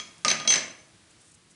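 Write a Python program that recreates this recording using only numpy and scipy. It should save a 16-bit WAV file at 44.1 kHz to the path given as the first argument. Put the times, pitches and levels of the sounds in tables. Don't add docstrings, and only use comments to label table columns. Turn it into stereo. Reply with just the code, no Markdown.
import sys
import numpy as np
from scipy import signal
from scipy.fft import rfft, irfft, next_fast_len
from scipy.io import wavfile
from scipy.ndimage import uniform_filter1d, map_coordinates

SR = 44100
rng = np.random.default_rng(int(sys.argv[2]) if len(sys.argv) > 2 else 0)


def ratio_of_db(decibels):
    return 10 ** (np.asarray(decibels, float) / 20)


def materialize(psi):
    bounded = np.clip(np.atleast_2d(psi).T, -1, 1)
    quanta = np.round(bounded * 32767).astype(np.int16)
    wavfile.write(sys.argv[1], SR, quanta)


N = 68355
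LEAD = 2048


def unit(x):
    return x / np.sqrt(np.mean(x ** 2) + 1e-20)


def along(points, hz):
    f, v = np.transpose(points)
    return np.interp(np.log(hz + 1), np.log(f + 1), v)


def coloured(x, points):
    m = next_fast_len(x.shape[-1] + 8192)
    gain = ratio_of_db(along(points, np.fft.rfftfreq(m, 1 / SR)))
    return irfft(rfft(x, m) * gain, m)[..., :x.shape[-1]]


def spread(pair, alike):
    turn = [(hz, np.arccos(np.clip(c, 0, .999)) / 2) for hz, c in alike]
    mid = coloured(pair[0], [(hz, 20 * np.log10(np.cos(u))) for hz, u in turn])
    side = coloured(pair[1], [(hz, 20 * np.log10(np.sin(u))) for hz, u in turn])
    return np.array([mid + side, mid - side])


def add(track, s, x):
    track[LEAD + round(s * SR):][:len(x)] += x


# f/Hz, level/dB
HISS = [(180, -54), (300, 1.5), (334, 3), (365, -2.5), (640, -6), (2080, -5.5), (10200, -10.5),
        (11200, -21.5), (14600, -42.5), (22000, -120)]
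# t/s, level/dB
HISS_CURVE = [(0, -55.5), (.9, -58.5), (1.2, -58.5), (1.35, -61.5), (1.41, -60.5), (1.55, -61)]
# f/Hz, level/dB
HUM = [(15, -50), (25, -21), (97, -3.5), (129, -4.5), (171, -2), (284, -12.5), (341, -16.5), (450, -33.5),
       (580, -45), (990, -120)]
# f/Hz, likeness
FLOOR_ALIKE = [(60, 1), (170, 0.95), (500, 0.43), (1420, 0.24), (4090, 0.68), (11800, 0.74)]
HUM_DB, HUM_WOBBLE_DB, WOBBLE_HZ = -64.5, 1.6, 18


def floor():
    t = np.arange(N) / SR
    gain = ratio_of_db(np.interp(t, *np.transpose(HISS_CURVE)))
    wobble = map_coordinates(rng.standard_normal(40), [t * WOBBLE_HZ])
    hiss = unit(spread(coloured(rng.standard_normal((2, N)), HISS), FLOOR_ALIKE))
    hum = unit(spread(coloured(rng.standard_normal((2, N)), HUM), FLOOR_ALIKE))
    return gain * hiss + ratio_of_db(HUM_DB + HUM_WOBBLE_DB * wobble) * hum


# t/s, crack/dB, clack/dB, tray/dB, thud/dB
KNOCKS = [(-.005, -26, -27, -35.5, -46.5), (0.2478, -12.5, -20.5, -22, -28.5),
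          (.2812, -14.5, -10.5, -19.5, -42), (0.3019, -25.5, -11, -22, -38), (.3078, -41, -34, -27, -46.5),
          (.3130, -21, -14, -22, -34), (.3990, -31.5, -28, -36.5, -41), (.4500, -42, -39, -36.5, -37),
          (0.4751, -16.5, -12, -28, -34.5), (0.5027, -20.5, -16, -20.5, -36.5),
          (0.5223, -21, -11.5, -22.5, -39), (.5376, -30, -15, -21.5, -40.5),
          (0.5479, -26, -29, -25.5, -35.5), (0.5563, -19, -17.5, -26, -35.5),
          (.5640, -22, -31, -41.5, -47.5)]
# bend 1/dB, bend 2/dB, bend 3/dB, handle/dB, 8332 Hz handle mode/dB
RINGS = [(-34.5, -26, -32, -36, -58), (-19, -41, -55.5, -36, -39.5), (-46, -54, -18.5, -48, -46),
         (-39, -41, -39, -24, -46), (-30.5, -23.5, -59, -50, -35), (-49, -28.5, -14, -25.5, -52),
         (-40.5, -37, -38.5, -54.5, -67), (-37.5, -40.5, -62, -48.5, -68), (-67, -22, -16, -29, -35.5),
         (-46.5, -27.5, -12, -27.5, -26.5), (-56, -31, -16.5, -38.5, -37.5), (-56, -57, -13, -21, -29),
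         (-56, -39, -47, -56, -38), (-52, -46, -31, -27, -35), (-53, -42, -23, -32.5, -50)]
# dB/s, one per contact
SAG_DB_PER_S = [554.5, 194, 109, 159, 158, 803, 97, 132, -70, 89, 163, 208, 400, 210, 270]
KEY_HZ = [1227, 3283, 6160, 6118, 5243, 8332, 4570, 6815]
# level/dB, column of RINGS that drives it
KEY = [(-1.5, 0), (-1.5, 1), (-1.5, 2.5), (0, 3), (-2.5, 3), (-4, 4), (-11, 3), (-18, 3)]
STOP_S, RISE_S = 0.00041, 0.00059


def key():
    out, t = np.zeros(N + SR), np.arange(SR // 2) / SR
    times = [row[0] for row in KNOCKS] + [9]
    for k, levels in enumerate(RINGS):
        flight_s = times[k + 1] - times[k]
        stop = np.exp(-np.clip(t - flight_s, 0, 1) / STOP_S)
        sag = ratio_of_db(-SAG_DB_PER_S[k] * np.minimum(t, flight_s))
        ring = 0
        for hz, (db, column) in zip(KEY_HZ, KEY):
            ring = ring + ratio_of_db(db + levels[round(column)]) * np.sin(2 * np.pi * hz * t)
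        add(out, times[k], (1 - np.exp(-t / RISE_S)) * sag * stop * ring)
    return out[:N + LEAD]


SCATTER_DB = 2.5


def struck(modes, t, rise_s):
    hz, db, t60 = np.transpose(modes)[:, :, None]
    g = ratio_of_db(db + SCATTER_DB * rng.standard_normal(db.shape)) * rng.choice([-1, 1], db.shape)
    modes_sum = (g * ratio_of_db(-60 * t / t60) * np.sin(2 * np.pi * hz * t)).sum(axis=0)
    return modes_sum * (1 - np.exp(-t / rise_s))


def burst(points, t, t60, rise_s):
    noise = unit(coloured(rng.standard_normal(len(t)), points))
    return noise * ratio_of_db(-60 * t / t60) * (1 - np.exp(-t / rise_s))


# f/Hz, level/dB
CRACK = [(300, -15), (1200, -4), (3000, -11.5), (5200, 5), (7200, -3), (9000, -12), (11000, -37)]
# f/Hz, level/dB
TRAY = [(400, -63), (900, -11.5), (1400, -10), (1700, -3.5), (2100, 1), (2650, -2), (3200, -6),
        (4500, -24.5)]
# f/Hz, level/dB
THUD = [(70, -33.5), (160, -5), (224, -6), (330, -7.5), (450, -10.5), (620, -2), (780, -10), (950, -11.5)]
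# f/Hz, level/dB, t60/s
CLACK = [(4080, -1, 0.014), (3895, -3, 0.011), (4496, -8, 0.025), (6920, -10.5, .016), (5610, -9, 0.014),
         (9110, -16, 0.0088), (7710, -20.5, 0.015)]
CRACK_T60_S, TRAY_T60_S, THUD_T60_S = 0.02, 0.055, .12
BED_HZ, BED_DB, BED_T60_S = 225.3, -5, .11
SPOTS = 3


def tray():
    out, clack, t = np.zeros((SPOTS, N + SR)), np.zeros(N + SR), np.arange(SR // 4) / SR
    for k, (s, crack_db, clack_db, tray_db, thud_db) in enumerate(KNOCKS):
        bed = burst(THUD + [(1500, -42)], t, THUD_T60_S, 0.0043)
        bed = bed + struck([(BED_HZ, BED_DB, BED_T60_S)], t, 0.0067)
        crack = burst(CRACK, t, CRACK_T60_S, 0.00065)
        sheet = burst(TRAY, t, TRAY_T60_S, 0.00076)
        add(out[k % SPOTS], s, ratio_of_db(crack_db) * crack + ratio_of_db(tray_db) * sheet + ratio_of_db(thud_db) * bed)
        add(clack, s, ratio_of_db(clack_db) * struck(CLACK, t, 0.00049))
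    return out[:, :N + LEAD], clack[:N + LEAD]


# f/Hz, t60/s
SHOP = [(100, 0.52), (500, 0.64), (2000, 0.52), (5000, 0.42), (8000, 0.42), (11000, 0.18)]
# f/Hz, likeness
ECHO_ALIKE = [(60, 0.6), (200, .99), (400, 0.92), (800, 0.63), (2000, 0.74), (10000, 0.61)]
WALL_S = .004


def shop(x):
    hz, t, z = signal.stft(rng.standard_normal((2, SR)), SR, nperseg=256)
    tail = signal.istft(z * ratio_of_db(-60 * t / along(SHOP, hz)[:, None]), SR, nperseg=256)[1]
    tail = spread(tail / np.linalg.norm(tail[0]), ECHO_ALIKE)
    late = np.pad(x, (round(WALL_S * SR), 0))
    return signal.fftconvolve(late[None], tail, axes=1)[:, :N + LEAD]


# t/s, level/dB, length/s
BRUSH = [
    (0.182, -50, .002),
    (0.22, -66, .002),
    (1.11, -60, 0.0089),
    (1.213, -59.5, .008),
    (1.284, -60.5, 0.078),
    (1.32, -61, .005),
    (1.348, -57, .006),
    (1.512, -58, .012),
]
# f/Hz, level/dB
SKIN = [(2500, -30), (5000, -13), (6500, -4.5), (9000, -3), (10200, -9), (11000, -15), (11500, -60)]


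def hands():
    t = np.arange(N) / SR
    shape = sum(ratio_of_db(db - 10 * ((t - s) / length_s) ** 2) for s, db, length_s in BRUSH)
    grain = ratio_of_db(1.8 * unit(uniform_filter1d(rng.standard_normal(N), size=60)))
    skin = spread(coloured(rng.standard_normal((2, N)), SKIN), [(7000, 0.89)])
    return shape * unit(grain * skin)


# f/Hz, level/dB
PAN = [(300, -0.42), (1200, 1), (2500, -2.6), (4000, -1.5), (6500, -1.25), (10000, -0.17)]
KEY_WET_DB, CLACK_WET_DB, TRAY_WET_DB = -9, -10, -3.5


def scene():
    ring = key()
    knocks, clack = tray()
    direct = ring + clack + knocks.sum(axis=0)
    near = np.array([coloured(direct, [(hz, side * db) for hz, db in PAN]) for side in (1, -1)])
    far = ratio_of_db(KEY_WET_DB) * shop(ring) + ratio_of_db(CLACK_WET_DB) * shop(clack)
    far = far + ratio_of_db(TRAY_WET_DB) * sum(shop(k) for k in knocks)
    return (near + far)[:, LEAD:] + hands() + floor()


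# f/Hz, level/dB
MIC = [(30, -3.5), (70, 0.5), (130, 1), (11000, -0.5), (11300, -36), (12400, -37), (13200, -60),
       (16000, -75)]


def roll_off(x):
    return signal.sosfilt(signal.butter(12, 12350, fs=SR, output="sos"), x)


def record(dry):
    mix = coloured(dry, MIC)
    return roll_off(mix)


dry = scene()
out = record(dry)
materialize(out)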